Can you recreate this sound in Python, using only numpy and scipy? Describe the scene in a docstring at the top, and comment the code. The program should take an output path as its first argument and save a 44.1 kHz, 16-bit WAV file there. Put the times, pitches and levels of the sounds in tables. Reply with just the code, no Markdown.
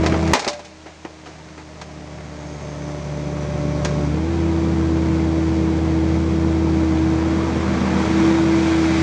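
"""Mini excavator lifting a boulder.

Outdoors, close to a hand camera. The four-cylinder diesel sags as the hydraulic pump loads it, then
recovers. The cab swings round; each part grows loud as it faces the camera. The boulder grinds and
knocks in the steel bucket. One hard bang ducks the camera's gain, which creeps back over seconds."""
import sys
import numpy as np
from scipy import signal
from scipy.fft import rfft, irfft, next_fast_len
from scipy.io import wavfile
from scipy.ndimage import uniform_filter1d, minimum_filter1d

SR = 44100
rng = np.random.default_rng(int(sys.argv[2]) if len(sys.argv) > 2 else 0)


def digitize_waveform(pressure):
    """Quantize a signal to 16-bit integers and store it at the path in sys.argv[1].

    Rows of a 2-D input are taken as channels; values are limited to [-1, 1].
    """
    field = np.atleast_2d(pressure).T
    bounded = np.clip(field, -1, 1)
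    quanta = np.round(bounded * 32767).astype(np.int16)
    wavfile.write(sys.argv[1], SR, quanta)


N = 397782
TIME_S = np.arange(N) / SR


def undb(db):
    """Decibels to gain."""
    return 10 ** (np.asarray(db) / 20)


def unit(x):
    """Scale to rms 1."""
    return x / np.sqrt(np.mean(x ** 2))


def curves(table):
    """Columns of a timed table, interpolated to every sample."""
    time_s, *columns = np.transpose(table)
    return [np.interp(TIME_S, time_s, column) for column in columns]


def colour(x, spectrum):
    """Filter by (freq_hz, gain_db) points."""
    size = next_fast_len(len(x))
    freq_hz, gain_db = np.transpose(spectrum)
    bins_hz = np.maximum(np.arange(size // 2 + 1) * SR / size, 1)
    gain = undb(np.interp(np.log(bins_hz), np.log(freq_hz), gain_db))
    return irfft(rfft(x, size) * gain, size)[:len(x)]


def noise(spectrum, size=N):
    """Coloured noise, rms 1."""
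    return unit(colour(rng.standard_normal(size), spectrum))


def walk(rate_hz):
    """Slow random drift, rms 1: held steps smoothed twice."""
    hold = int(SR / rate_hz)
    steps = np.repeat(rng.standard_normal(N // hold + 1), hold)
    return unit(uniform_filter1d(uniform_filter1d(steps, hold), hold)[:N])


def tone(cycles, order, waver):
    """One order of a turning shaft, wavering in strength and phase."""
    phase = 2 * np.pi * order * cycles
    return np.sqrt(2) * ((1 + waver * walk(12)) * np.sin(phase) + waver * walk(12) * np.cos(phase))


def clicks(rate_per_s, scatter_db):
    """Clicks of random time and size; scatter makes a few much bigger."""
    impulses = (rng.random(N) < rate_per_s / SR) * rng.standard_normal(N)
    return impulses * undb(scatter_db * np.minimum(rng.exponential(size=N), 4))


def bursts(firings, depth, decay_firings, scatter_db, repeat):
    """Noise that surges at each firing; a share repeats with every cycle of the four cylinders."""
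    points = 2048
    recurring = np.interp(firings / 4 % 1 * points, np.arange(points), rng.standard_normal(points))
    grain = np.sqrt(repeat) * recurring + np.sqrt(1 - repeat) * rng.standard_normal(N)
    strength = undb(scatter_db * rng.standard_normal(int(firings[-1]) + 1))[firings.astype(int)]
    return grain * (1 + depth * strength * np.exp(-(firings % 1) / decay_firings))


def covers(x):
    """Engine covers and boom resonate; ground and trailer walls comb the sound."""
    # steel resonances: freq_hz, width_hz, gain_db
    resonances = [(628, 23, 6), (763, 56, -4.5), (944, 97, -7), (1120, 87, -10), (1282, 23, -5.5),
                  (1540, 15, -10), (2100, 100, -12.5), (3285, 140, -3.5), (3760, 61, -6), (4650, 280, -10),
                  (5470, 50, -5), (5950, 130, -7), (7300, 91, 1)]
    # near reflections: delay_s, gain
    reflections = [(.0069, 0.17), (.0113, .22), (.0187, .18)]
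    x = x + sum(undb(gain_db) * signal.lfilter(*signal.iirpeak(freq_hz, freq_hz / width_hz, fs=SR), x)
                for freq_hz, width_hz, gain_db in resonances)
    return x + sum(gain * np.interp(TIME_S - delay_s, TIME_S, x) for delay_s, gain in reflections)


def radiation(part, load, cab_deg):
    """Gain of one part: follows the load, and peaks or dips in a lobe of cab angle."""
    level_db, load_db, lobe_db, centre_deg, width_deg = part
    facing = np.exp(-((cab_deg - centre_deg) / width_deg) ** 2)
    return undb(level_db + load_db * load + lobe_db * facing)


def panels(load, cab_deg):
    """Loose sheet metal rattles as the side of the cab comes round."""
    # panel radiation: level_db, load_db, lobe_db, centre_deg, width_deg
    rattle_part = (-53, 1, 22, 52, 38)
    # loose panels: freq_hz, gain_db
    rattle_spectrum = [(380, -24), (490, 11), (640, -13.5), (800, -9.5), (980, 0.5), (1300, -3), (1650, -4),
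                       (2300, -10), (4500, -37)]
    rattle = unit(colour(covers(clicks(rate_per_s=900, scatter_db=0)), rattle_spectrum))
    return radiation(rattle_part, load, cab_deg) * rattle


def fan(firings, load, cab_deg):
    """Belt-driven five-blade fan: blade tone, weaker orders and rushing air."""
    # blade tone directivity, shaded by the cab halfway round: cab_deg, gain_db
    blade_pattern = [(0, 0), (21, 2.5), (34, -1), (40, -7), (52, -5.5), (60, 6), (69, 6.5), (96, 4)]
    # weak fan orders: order, level_db
    hum_orders = [(2, -32.5), (4, -37.5), (6, -49), (7, -51.5)]
    # air rush: freq_hz, gain_db
    rush_spectrum = [(700, -22.5), (1400, 2), (1800, 0.5), (2350, 3), (2800, -7), (4000, -7), (5200, -10),
                     (6300, -11), (9000, -11.5)]
    # fan radiation: level_db, load_db, lobe_db, centre_deg, width_deg
    third_part = (-30, 2, 6, 59, 17)
    rush_part = (-41.5, 4, 14.5, 89, 54)
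    turns_per_firing, blade_db, load_db = 0.8064, -21.5, -11
    turns = turns_per_firing * firings
    facing_db = np.interp(cab_deg, *np.transpose(blade_pattern))
    blades = undb(blade_db + load_db * load + facing_db) * tone(turns, order=5, waver=0.062)
    third = radiation(third_part, load, cab_deg) * tone(turns, order=3, waver=0.28)
    hum = sum(undb(db) * tone(turns, order, waver=0.17) for order, db in hum_orders)
    flutter = undb(0.5 * walk(14))
    air = bursts(firings, depth=0.12, decay_firings=0.37, scatter_db=2, repeat=0.04)
    rush = flutter * unit(colour(covers(air), rush_spectrum))
    return blades + hum + third + radiation(rush_part, load, cab_deg) * rush


def hydraulics(firings, load):
    """The pump whines until the lever is let go; oil hisses through the valve with a sinking band."""
    # weak pump orders, re the eighth: firing_order, level_db
    pump_orders = [(5, -8), (7, -12), (10, -13.5), (12, -26), (15, -14.5)]
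    # flow through the control valve: time_s, level_db, pitch_hz
    valve = [(0, -69, 6600), (2.25, -44, 6600), (2.5, -34.5, 6513), (3, -39, 6058), (4.05, -46.5, 5930),
             (4.3, -69, 5670)]
    # oil hiss: freq_hz, gain_db
    oil_spectrum = [(1200, -23), (2800, -14.5), (5000, 4.5), (7200, 0), (8700, 1.5), (9600, 1.5),
                    (11000, 0.5)]
    whine_db, load_db = -35.5, 9
    release_start_s, release_s, drop_db = 4.04, 0.08, 18
    whine = tone(firings, order=8, waver=0.05) + undb(-3) * tone(firings, order=4, waver=0.05)
    whine += sum(undb(db) * tone(firings, order, waver=0.14) for order, db in pump_orders)
    released = np.clip((TIME_S - release_start_s) / release_s, 0, 1)
    whine *= undb(whine_db + load_db * load - drop_db * released)
    valve_db, valve_hz = curves(valve)
    turbulence = noise([(190, -1.5), (900, -23.5), (2500, -58.5)])
    jet = np.sqrt(2) * turbulence * np.sin(2 * np.pi * np.cumsum(valve_hz) / SR)
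    return whine + undb(valve_db) * (noise(oil_spectrum) + undb(-5) * jet)


def diesel(firings, load, cab_deg):
    """The exhaust drones and puffs, the block clatters at each firing, the cab booms on order three."""
    # weak engine orders, re the firing tone: firing_order, level_db
    engine_orders = [(1.5, -19), (5, -24.5), (6, -15)]
    # exhaust and block noise: freq_hz, gain_db
    rumble_spectrum = [(20, -38.5), (32, -24.5), (45, -19), (60, -13.5), (90, -4.5), (115, 2), (180, 2.5),
                       (270, 0.5), (350, 0.5), (550, -6.5), (750, -27), (1500, -57)]
    clatter_spectrum = [(300, -27), (550, -4), (700, -1.5), (950, -1.5), (1150, -6.5), (1400, -8.5),
                        (2300, -21.5), (3000, -20), (7000, -26.5)]
    # engine radiation: level_db, load_db, lobe_db, centre_deg, width_deg
    drone_part = (-23, -2, -5.5, 58, 28.5)
    octave_part = (-27.5, 8.5, -6, 40, 19)
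    boom_part = (-46, 1, 14.5, 44.5, 23)
    rumble_part = (-27.5, 3, 3, 63.5, 21.5)
    clatter_part = (-35.5, 2.5, 7.5, 68.5, 40)
    drone = tone(firings, order=1, waver=0.068)
    drone += sum(undb(db) * tone(firings, order, waver=0.079) for order, db in engine_orders)
    octave = tone(firings, order=2, waver=0.17)
    boom = tone(firings, order=3, waver=0.25)
    puffs = bursts(firings, depth=0.9, decay_firings=0.32, scatter_db=2, repeat=0.21)
    rumble = unit(colour(puffs, rumble_spectrum))
    combustion = bursts(firings, depth=1.3, decay_firings=0.35, scatter_db=1.8, repeat=0.15)
    clatter = unit(colour(covers(combustion), clatter_spectrum))
    layers = [(drone_part, drone), (octave_part, octave), (boom_part, boom),
              (rumble_part, rumble), (clatter_part, clatter)]
    return sum(radiation(part, load, cab_deg) * sound for part, sound in layers)


def grinding():
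    """Grit crushed between boulder and bucket floor, fading as the rock settles."""
    # grinding strength: time_s, level_db
    envelope = [(0, -30.5), (.33, -29), (.37, -9), (.62, -22.5), (1.2, -21.5), (2.8, -26), (4.1, -37.5)]
    # grit on steel: freq_hz, gain_db
    grit_spectrum = [(250, -17), (500, -0.5), (900, -3), (1400, -9), (2300, -8.5), (3000, -18),
                     (7000, -20.5)]
    level_db, = curves(envelope)
    grit = clicks(rate_per_s=3000, scatter_db=2.5)
    return undb(level_db) * unit(colour(covers(grit), grit_spectrum))


def knocks():
    """Rock on steel: thud, clank and stony crack, then bucket ring. Hardness trades thud for crack."""
    # blows of the rock: start_s, level_db, hardness_db, t60_s, ring_hz
    blows = [(0.033, -27, -7, 0.097, 900), (.061, -21.5, 0.5, .07, 1200), (.121, -26.5, -10, 0.052, 900),
             (.141, -25.5, -7, 0.041, 900), (.275, -29.5, 0, 0.055, 1980), (.335, 12.5, 1, 0.12, 956),
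             (.351, 5, -0.5, 0.18, 800), (.394, -0.5, 7.5, .065, 6700), (.419, -3, 0.5, 0.14, 800),
             (0.445, -3.5, 6, .07, 2300), (.466, -0.5, -9.5, 0.069, 1120), (.477, 5, 7, 0.1, 526),
             (.531, -8, 3.5, 0.072, 2000), (.593, -10.5, -1, 0.1, 790), (.647, -17.5, 7.5, 0.12, 2320),
             (.860, -12.5, -6.5, 0.3, 820), (1.049, -7, -9, 0.047, 900), (1.258, -15, -2.5, 0.36, 1230),
             (1.577, -18, -4.5, 0.15, 1262), (1.814, -15, 2, 0.073, 1520), (3.848, -24.5, 7, .04, 7550),
             (3.853, -23, -2.5, .06, 1600)]
    # steel bucket modes: freq_hz, level_db, t60_s
    bucket = [(590, -2, 0.59), (720, -5.5, 0.39), (820, -15, .25), (820, -7, 0.31), (915, -1, 0.12),
              (1002, 0.5, 0.14), (1040, -14, .28), (1253, 4.5, 0.083), (1610, 2, 0.11), (1900, -12, 0.21),
              (2020, -13, .29), (2200, -7, 0.13), (2500, -10, .35), (3700, -14, .17), (4700, -18, .3),
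              (5560, -6, .3), (6700, 4, .1), (7060, -8, .08), (9300, 0, .07)]
    # impact noise: freq_hz, gain_db
    thud = [(60, -34), (200, 4), (350, 8), (500, 6.5), (800, -9), (2000, -55)]
    clank = [(300, -35.5), (700, 5), (1000, -1), (1500, -5), (2300, -3.5), (3200, -14), (6000, -39)]
    crack = [(1200, -44.5), (2700, 0.5), (4000, 7), (6000, 4), (9000, 2), (14000, -7)]
    thud_db, crack_db, ring_db = -4.5, -4, -2  # re the clank
    attack_s, tail_s, onset_samples = 0.00075, 0.084, SR // 80
    out = np.zeros(N + SR)
    age_s = np.arange(SR) / SR
    mode_hz, mode_db, mode_t60_s = np.transpose(bucket)
    modes = np.sin(2 * np.pi * mode_hz[:, None] * age_s) * 1000 ** (-age_s / mode_t60_s[:, None])
    attack = 1 - np.exp(-age_s / attack_s)
    tail = undb(-22) * np.exp(-age_s / tail_s)  # scatter off ground and trailer
    for start_s, level_db, hardness_db, t60_s, ring_hz in blows:
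        envelope = attack * (1000 ** (-age_s / t60_s) + tail)
        impact = 0
        for spectrum, db in (thud, thud_db - hardness_db), (clank, 0), (crack, crack_db + hardness_db):
            burst = noise(spectrum, size=SR) * envelope
            impact += undb(db) * burst / np.std(burst[:onset_samples])
        weights = undb(mode_db - 17 * np.abs(np.log2(mode_hz / ring_hz)))  # favour modes near ring_hz
        ring = undb(ring_db) * np.sqrt(2) * weights @ modes / np.linalg.norm(weights)
        start = int(start_s * SR)
        out[start:start + SR] += undb(level_db) * (impact + ring)
    return out[:N]


def scene():
    """Engine, pump and fan follow the crankshaft; load and cab angle set the machine's balance."""
    # engine speed: time_s, firing_hz
    speed = [(0, 80.26), (0.4, 80.96), (0.75, 78.06), (1.5, 77.6), (2.4, 73.9), (3.5, 73.52), (4.09, 73.46),
             (4.3, 82.8), (4.65, 81.1), (4.9, 80.6), (6, 80.18), (6.45, 81.07), (6.95, 79.3), (7.6, 81.68),
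             (7.95, 79.7), (8.35, 81.55), (9.02, 80.2)]
    # pump effort as the bucket curls: time_s, load_fraction
    pump_load = [(0, 0.3), (.7, 0.07), (1.5, 0.42), (2.4, .72), (3.6, 1), (4.07, 0.74), (4.27, 0)]
    swing_start_s, swing_deg_per_s = 6.4, 32.8
    firing_hz, = curves(speed)
    firings = np.cumsum(firing_hz * (1 + 0.001 * walk(10))) / SR
    load, = curves(pump_load)
    cab_deg = swing_deg_per_s * np.maximum(TIME_S - swing_start_s, 0)
    machine = diesel(firings, load, cab_deg) + hydraulics(firings, load)
    machine += fan(firings, load, cab_deg) + panels(load, cab_deg)
    return (machine + knocks() + grinding())[None]


def gain_control(x):
    """Gain drops at once above the threshold, holds, then returns at a steady dB rate."""
    threshold_db, detector_s, hold_s, release_db_per_s = -10.5, 0.0027, 0.57, 8
    pole = np.exp(-1 / (detector_s * SR))
    level_db = 10 * np.log10(signal.lfilter([1 - pole], [1, -pole], x ** 2) + 1e-12)
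    half_hold = int(hold_s * SR / 2)
    held_db = -minimum_filter1d(-level_db, 2 * half_hold + 1, origin=half_hold, mode="nearest")
    excess_db = np.maximum(held_db - threshold_db, 0)
    recovery_db = release_db_per_s * TIME_S
    cut_db = np.maximum.accumulate(excess_db + recovery_db) - recovery_db
    return x * undb(-cut_db)


def record(dry):
    """Camera: gain control, self-noise, dull treble and rounded overloads."""
    # camera hiss and microphone response: freq_hz, gain_db
    hiss_spectrum = [(200, 5), (1000, 6), (2400, 4.5), (3200, 2), (16000, -0.5)]
    microphone = [(20, 0.5), (6500, -0.5), (7500, -6.5), (8800, -13), (9800, -24), (10600, -37),
                  (16000, -47)]
    hiss_db, ceiling, cutoff_hz = -45.5, 0.72, 15700
    x = colour(gain_control(dry[0]) + undb(hiss_db) * noise(hiss_spectrum), microphone)
    x = x / (1 + (x / ceiling) ** 6) ** (1 / 6)
    lowpass = signal.ellip(8, 0.2, 70, cutoff_hz, fs=SR, output="sos")
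    return signal.sosfilt(lowpass, x)[None]


dry = scene()
out = record(dry)
digitize_waveform(out)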